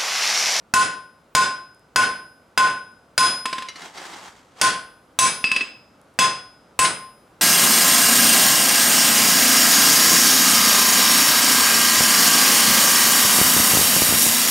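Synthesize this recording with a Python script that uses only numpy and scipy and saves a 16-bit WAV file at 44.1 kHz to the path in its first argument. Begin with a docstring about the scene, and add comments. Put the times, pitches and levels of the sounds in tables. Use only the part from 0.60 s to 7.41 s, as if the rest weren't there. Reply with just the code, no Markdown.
"""In a softly rushing workshop a smith strikes a hot bar six times on the anvil's horn, then four times on its face.
Each blow is a noise crack, a cluster of short steel modes and the anvil's damped modes; faint scale ticks are bursts.
After the fifth and seventh blows the hammer bounces on the bare face: clicks that excite the modes of anvil and head.
After the first bounces the bar is set down (ringing modes) and dragged (rough noise through resonances).
Decaying noise is the room's reverberation; a limiter ducks the loud sounds and lets the ring swell back."""
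import sys
import numpy as np
from scipy import signal
from scipy.fft import rfft, irfft, next_fast_len
from scipy.io import wavfile
from scipy.ndimage import uniform_filter1d

SR = 44100
rng = np.random.default_rng(int(sys.argv[2]) if len(sys.argv) > 2 else 0)


def materialize(psi):
    """Save the field psi as 16-bit PCM at rate SR to the path in sys.argv[1].

    A 1-D psi becomes a single channel; in a 2-D psi each row is a channel.
    """
    bounded = np.clip(np.atleast_2d(psi).T, -1, 1)
    quanta = np.round(bounded * 32767).astype(np.int16)
    wavfile.write(sys.argv[1], SR, quanta)


N = 300479
T = np.arange(SR) / SR  # the second that follows a contact

# The anvil's mode frequencies in Hz; close neighbours beat against each other.
ANVIL_MODE_HZ = [1036, 1044, 1053, 1466, 1473, 1491, 1523, 2573, 2619, 3381, 3407, 4603, 4959, 5048, 5812,
                 6153, 6320, 6665, 7108, 7675, 7886, 7951, 8782, 9462, 10034, 10411, 11060, 11840, 14104]
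# The anvil's modes in the same order. Each row: t60 in seconds, level in dB struck on the horn,
# level in dB struck on the face, level in dB under a light bounce.
ANVIL_MODES = [(0.19, -4, -7, -20.5), (0.24, 2, 3.5, 8), (0.41, -9.5, -10.5, -23.5), (0.42, -8.5, -19, -12),
               (0.6, -19, -23, -24), (0.42, -9.5, -20, -34.5), (0.58, -18, -31, -36), (.4, -27, -32.5, -22),
               (0.21, -16, -6.5, -30.5), (0.44, -31.5, -23, -22), (0.29, -29, -19.5, -23),
               (0.23, -30.5, -28.5, -36), (0.086, -7.5, -26, -7.5), (0.57, -16, -20, -5.5),
               (0.069, -26, -17.5, -12.5), (0.11, -29.5, -21, -32), (0.36, -27.5, -25, -20.5),
               (0.23, -17.5, -18.5, -15), (0.11, -28.5, -26, -39), (0.23, -29, -16.5, -13.5),
               (0.24, -29, -17.5, -26), (0.29, -20.5, -10.5, -15.5), (0.34, -20.5, -16, -19.5),
               (0.33, -22, -14.5, -35.5), (0.54, -28, -27.5, -27.5), (0.66, -27.5, -25, -35.5),
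               (0.27, -30, -35, -32.5), (0.15, -33.5, -26.5, -28), (1.2, -54, -49.5, -55)]
# Spectrum of a light click of steel on steel. Each row: frequency in Hz, density in dB.
CLICK_COLOUR = [(60, -28), (230, 5), (800, -4), (1600, 5), (3300, 4.5), (5200, -2), (6500, -10.5),
                (10000, -6.5), (12500, -26.5), (16000, -47.5)]


def amp(db):
    """Level to amplitude ratio: 20 dB is a factor of ten."""
    return 10 ** (np.asarray(db) / 20)


def unit(x):
    """Normalisation to a root-mean-square value of 1."""
    return x / np.sqrt(np.mean(x ** 2) + 1e-20)


def along(points, hz):
    """Linear interpolation of (Hz, value) points over a logarithmic frequency axis."""
    f, v = np.transpose(points)
    return np.interp(np.log(hz + 1), np.log(f + 1), v)


def filtered(x, response):
    """Linear filtering: the spectrum is multiplied by a response of frequency."""
    n = x.shape[-1]
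    padded = next_fast_len(n + SR // 8)
    spectrum = rfft(x, padded) * response(np.fft.rfftfreq(padded, 1 / SR))
    return irfft(spectrum, padded)[..., :n]


def noise(colour, size):
    """Coloured noise: white noise shaped to a given spectrum, at rms 1."""
    return unit(filtered(rng.standard_normal(size), lambda hz: amp(along(colour, hz))))


def stereo(mid, side):
    """Diffuse-field coherence: two close microphones differ little in the bass."""
    # Each row: frequency in Hz, gain of the side signal in dB.
    width = [(100, -21.5), (250, -19), (600, -10.5), (1500, -7), (4000, -9.5), (9000, -8), (12000, -34.5)]
    side = filtered(side, lambda hz: amp(along(width, hz)))
    return np.array([mid + side, mid - side])


def shop(level_db=-57.5, rise_db_per_s=0.5):
    """Stationary coloured noise, the workshop's low rush, under a slowly growing gain."""
    # Spectrum of the rush. 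Each row: frequency in Hz, density in dB.
    rush_colour = [(12, -51.5), (20, -47), (44, -5.5), (171, -1), (202, -1), (282, -0.5), (382, -5),
                   (505, -2), (811, -6.5), (1500, -8), (1670, -15), (5850, -26.5), (11000, -30.5),
                   (15500, -46.5)]
    rush = stereo(noise(rush_colour, N), noise(rush_colour, N))
    return rush * amp(level_db + rise_db_per_s * np.arange(N) / SR)


def add(track, s, sound):
    """Superposition: a sound is mixed into the track from time s."""
    part = track[:, round(s * SR):][:, :sound.shape[-1]]
    part += sound[..., :part.shape[-1]]


def decay(t, t60):
    """Exponential decay, falling by 60 dB in t60 seconds."""
    return np.exp(-np.log(1000) * t / t60)


def ring(hz, t60, db):
    """Modal superposition: damped sines start at once, neighbours swinging in opposite directions."""
    hz, t60 = np.array(hz)[:, None], np.array(t60)[:, None]
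    swing = amp(db) * (-1) ** np.arange(len(hz))
    return swing @ (decay(T, t60) * np.sin(2 * np.pi * hz * T))


def burst(colour, t60, rise_s=0.0013):
    """Impact noise: broadband energy rises rapidly and decays exponentially."""
    return noise(colour, SR) * decay(T, t60) * (1 - np.exp(-T / rise_s))


def room_tail(build_s=0.015):
    """Diffuse reverberation: noise builds up as the walls reply, then decays faster in the high treble."""
    # The room's absorption. Each row: frequency in Hz, t60 in seconds.
    room_t60 = [(60, 0.46), (150, 0.5), (500, 0.51), (1500, 0.43), (3500, 0.4), (7000, 0.31), (10000, 0.33),
                (15000, 0.039)]
    hz, t, z = signal.stft(rng.standard_normal((2, SR)), SR, nperseg=256)
    faded = z * decay(t, along(room_t60, hz)[:, None])
    tail = signal.istft(faded, SR, nperseg=256)[1][:, :SR]
    tail = tail * (1 - np.exp(-T / build_s))
    return stereo(*tail) / np.linalg.norm(tail[0])  # mid signal of energy 1


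def in_room(x, wet_db):
    """Direct sound plus its convolution with the room's impulse response."""
    reverberation = signal.fftconvolve(x[None], room_tail(), axes=1)[:, :SR]
    return x + amp(wet_db) * reverberation


def contact(colour, t60, wet_db):
    """Impact noise with its diffuse field: a short burst and a room wash of the same colour."""
    direct = burst(colour, t60)
    wash = filtered(room_tail(), lambda hz: amp(along(colour, hz)))
    return direct + amp(wet_db) * wash * np.linalg.norm(direct) / np.linalg.norm(wash[0])


def tilted(colour, above_hz, db):
    """Spectral tilt: the points of a colour above a frequency shift in level."""
    return [(f, level + db * (f > above_hz)) for f, level in colour]


def clang(low_hz=1600, high_hz=10500, t60=0.054, spread_db=3, count=44):
    """Dense modal response: random short modes swell while the surfaces press together."""
    hz = rng.uniform(low_hz, high_hz, count)
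    life = t60 * rng.uniform(0.5, 1.5, count)
    levels = spread_db * rng.standard_normal(count)
    press = 1 - np.exp(-T / 0.002)
    return press * ring(hz, life, levels) / np.linalg.norm(amp(levels))


def blows(ring_db=-1, crack_db=-1, clang_db=0, crack_t60=0.05, crack_wet_db=0, scatter_db=1,
          left_db=0.5, lean_db=-3, lean_scatter_db=2):
    """Modal excitation: a heavy blow cracks, clangs and rings the modes that its place favours."""
    # Each row: start in seconds, force in dB, place (face above 0.5, else horn), crack in dB,
    # impact treble in dB, then four ring levels in dB, one near each of ring_hz.
    blow_rows = [(0.1383, 1.5, -6.5, -1.5, 1.5, -2.5, -8.5, -3.5, -7),
                 (0.75, -2, -6.5, 0.95, 0, -15.5, -2, -0.5, -5),
                 (1.3598, -1.5, 0, -1, -4.5, -1, -2, -3, -1.5),
                 (1.9761, -0.5, 0.5, -2.3, -4, 2.5, -2.5, -9.5, -9),
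                 (2.5784, -1.5, 0, 0, 0, 6.5, 5.5, -3, 7.5),
                 (4.0135, -5.5, 0, 3.1, 1.5, 9, -0.5, -8.5, 2.5),
                 (4.5890, -5, 1, 4.5, 4.5, -2.5, 2.5, 6.5, 7),
                 (5.5890, -3, 1, -0.62, 0, 5.5, 8.5, -5, -10.5), (6.1910, -4, 1, 1, -1, -22, 0.5, 2.5, 4),
                 (6.8110, -14.5, 1, 2, 0.5, -6, 6.5, 8, 2.5)]
    # Centres of the four ring levels in Hz.
    ring_hz = [3400, 5049, 7951, 10411]
    # Spectrum of the crack. Each row: frequency in Hz, density in dB.
    crack_colour = [(25, -20), (80, -11), (140, -1), (300, -3.5), (700, -1), (1700, 1), (3000, -1.5),
                    (4300, -3.5), (6500, -3), (9500, -8.5), (11000, -11), (13000, -16.5), (16000, -28.5)]
    out = np.zeros((2, N))
    hz = np.array(ANVIL_MODE_HZ)
    t60, horn_db, face_db, _ = np.transpose(ANVIL_MODES)
    for s, force_db, place, sharp_db, treble_db, *colour_db in blow_rows:
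        place_db = face_db if place > 0.5 else horn_db
        levels = place_db + np.interp(hz, ring_hz, colour_db) * (hz > 3000)
        levels = levels + scatter_db * rng.standard_normal(len(hz))
        tones = in_room(ring(hz, t60, levels), wet_db=-17)

        # each mode radiates its own pattern, so it reaches the two microphones unequally
        lean_levels = levels + lean_db + lean_scatter_db * rng.standard_normal(len(hz))
        lean = ring(hz, t60, lean_levels)
        quarter_turned = np.imag(signal.hilbert(lean, 2 * SR))[:SR]
        tones = tones + stereo(0, quarter_turned)
        tones = tones * amp([[left_db], [-left_db]])

        crack = contact(tilted(crack_colour, 3600, treble_db), crack_t60, crack_wet_db)
        cluster = in_room(clang(), wet_db=-7.5)
        impact = amp(crack_db) * crack + amp(clang_db + treble_db) * cluster
        add(out, s, amp(force_db + ring_db) * tones + amp(force_db + sharp_db) * impact)
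    return out


def scale_ticks(level_db=7):
    """Impulsive radiation: tiny bright noise bursts, as of cooling scale flaking off."""
    # Each row: start in seconds, relative level in dB.
    tick_rows = [(1.147, -35.5), (1.1948, -39), (1.275, -53.5), (2.3207, -39.5), (5.4152, -32),
                 (5.5404, -41), (6.0494, -53)]
    # Spectrum of a tick. Each row: frequency in Hz, density in dB.
    flake_colour = [(1000, -9.5), (4000, -3.5), (10000, 13.5), (16000, -13)]
    out = np.zeros((2, N))
    for s, db in tick_rows:
        tick = in_room(burst(flake_colour, t60=0.0022), wet_db=-10.5)
        add(out, s, amp(db + level_db) * tick)
    return out


def bounces(click_db=-11, anvil_db=-22, head_db=-19, damping=0.63):
    """Modal damping: a bounce clicks and rings head and anvil, whose low modes the contacts cut short."""
    # Each row: start in seconds, click in dB, low anvil ring in dB, hammer head ring in dB,
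    # click treble in dB.
    bounce_rows = [(2.8553, -4.5, -6, -14.5, 3), (2.9281, -6.5, -8, -31.5, -4),
                   (2.9819, -9.5, -13.5, -29.5, -5), (3.0220, -13.5, -14.5, -41, -1),
                   (4.8414, -2, -13.5, 5, -3), (4.9160, -1, -8, 3.5, 3), (4.9626, -2.5, -18, -3, -0.5),
                   (5.0085, -8.5, -23.5, -6, -9)]
    # The head's mode frequencies in Hz.
    head_hz = [2300, 2588, 2612, 4850, 5190, 8750]
    # The head's modes in the same order. Each row: t60 in seconds, level in dB.
    head_modes = [(.1, -20.5), (0.25, -8), (0.063, 10.5), (0.14, -9.5), (0.12, -11), (0.15, -19.5)]
    out = np.zeros((2, N))
    low = np.array(ANVIL_MODE_HZ) < 4000
    t60, _, _, light_db = np.transpose(ANVIL_MODES)
    t60 = t60 * np.where(low, damping, 1)
    for s, db, body_db, ping_db, treble_db in bounce_rows:
        click = contact(tilted(CLICK_COLOUR, 6000, treble_db), t60=0.041, wet_db=-6.5)
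        # the high modes follow the click; the low ones depend on where the hammer lands
        levels = light_db + np.where(low, body_db, db - 4.5)
        body = amp(anvil_db) * ring(ANVIL_MODE_HZ, t60, levels)
        ping = amp(head_db + ping_db) * ring(head_hz, *np.transpose(head_modes))
        tones = in_room(body + ping, wet_db=-11)
        add(out, s, amp(click_db + db) * click + tones)
    return out


def bar_knocks(ring_db=-33, clang_db=-27, click_db=-29):
    """Modes of a struck bar: it is set down, trips as it slides, or jumps under a blow and falls back."""
    # Each row: start in seconds, relative level in dB.
    knock_rows = [(3.0854, 0), (3.157, -8), (3.2189, -8.5), (3.3744, -7.5), (3.533, -11), (6.2490, 13)]
    # Modes of the bar's cold shank. Each row: frequency in Hz, t60 in seconds, level in dB.
    bar_modes = [(1314, .2, -11), (2110, .13, 0), (2929, .13, -4), (3957, .13, -5), (4640, .1, -9),
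                 (6901, .15, -20)]
    out = np.zeros((2, N))
    for s, db in knock_rows:
        cluster = clang(low_hz=3600, high_hz=6500, t60=0.075, count=14)
        tones = amp(ring_db) * ring(*np.transpose(bar_modes)) + amp(clang_db) * cluster
        click = contact(CLICK_COLOUR, t60=0.06, wet_db=-6)
        add(out, s, amp(db) * (in_room(tones, wet_db=-14.5) + amp(click_db) * click))
    return out


def stroke(start, length, attack_s=0.057, sag_db_per_s=13, release_db_per_s=148.5):
    """Sliding envelope: a stroke gathers speed, eases off and stops."""
    age = np.maximum(np.arange(N) / SR - start, 0)
    fade_db = sag_db_per_s * age + release_db_per_s * np.maximum(age - length, 0)
    return np.minimum(age / attack_s, 1) * amp(-fade_db)


def drag(grit_db=2, grit_rate_hz=220, modes_db=-2):
    """Friction excitation: rough scale catches and slips on the face, driving narrow steel resonances."""
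    # Each row: start in seconds, length in seconds, pressure in dB.
    slide_rows = [(3.134, .07, -41.5), (3.2, .06, -41), (3.324, .35, -37), (3.73, 0.21, -60),
                  (3.951, 0.12, -42)]
    # Spectrum of the rubbing. Each row: frequency in Hz, density in dB.
    rub_colour = [(88, -27.5), (150, -32.5), (169, 5), (205, -8), (326, 2.5), (631, -3), (695, 3),
                  (844, 5.5), (966, 4), (2100, 0.5), (2410, -3), (7860, -9), (15500, -32)]
    # Resonances of the steel. Each row: frequency in Hz, width in Hz, relative gain in dB.
    slide_modes = [(787, 660, -17), (3264, 39, 4), (4630, 51, -3.5), (4800, 29, 2), (5500, 68, -10),
                   (6700, 56, -32)]

    def steel(f):
        """Resonance: direct transmission plus a band-pass peak for each mode."""
        peaks = sum(amp(gain_db) * 1j * f * width / (centre ** 2 - f ** 2 + 1j * f * width)
                    for centre, width, gain_db in slide_modes)
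        return 1 + amp(modes_db) * peaks

    t = np.arange(N) / SR
    roughness = np.interp(t * grit_rate_hz, np.arange(N), rng.standard_normal(N))
    catches = amp(grit_db * roughness)
    rub = [unit(filtered(catches * noise(rub_colour, N), steel)) for _ in range(2)]
    pressure = sum(amp(db) * stroke(s, length) for s, length, db in slide_rows)
    return stereo(*rub) * pressure


def scene():
    """Superposition of all the sources in the workshop."""
    return shop() + blows() + scale_ticks() + bounces() + bar_knocks() + drag()


def limiter(x, ceiling_db=-13.0, release_db_per_s=170, attack_s=0.0013):
    """Gain control: the gain ducks quickly under a loud sound, then climbs at a steady rate in dB."""
    power = np.abs(uniform_filter1d(np.mean(x ** 2, axis=0), size=128))
    over_db = np.maximum(10 * np.log10(power + 1e-12) - ceiling_db, 0)
    # the running maximum holds the deepest duck while the climb pays it back
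    climb_db = release_db_per_s * np.arange(N) / SR
    gain_db = climb_db - np.maximum.accumulate(over_db + climb_db)
    keep = np.exp(-1 / (attack_s * SR))
    return x * amp(signal.lfilter([1 - keep], [1, -keep], gain_db))


def record(dry):
    """Saturation and band limiting: onsets slip past the limiter, bend softly and lose the top treble."""
    x = limiter(dry)
    top, band_limit_hz = 0.62, 16000  # top: the amplitude that saturation approaches
    saturated = x / (1 + (x / top) ** 4) ** (1 / 4)
    return filtered(saturated, lambda hz: hz < band_limit_hz)


dry = scene()
out = record(dry)
materialize(out)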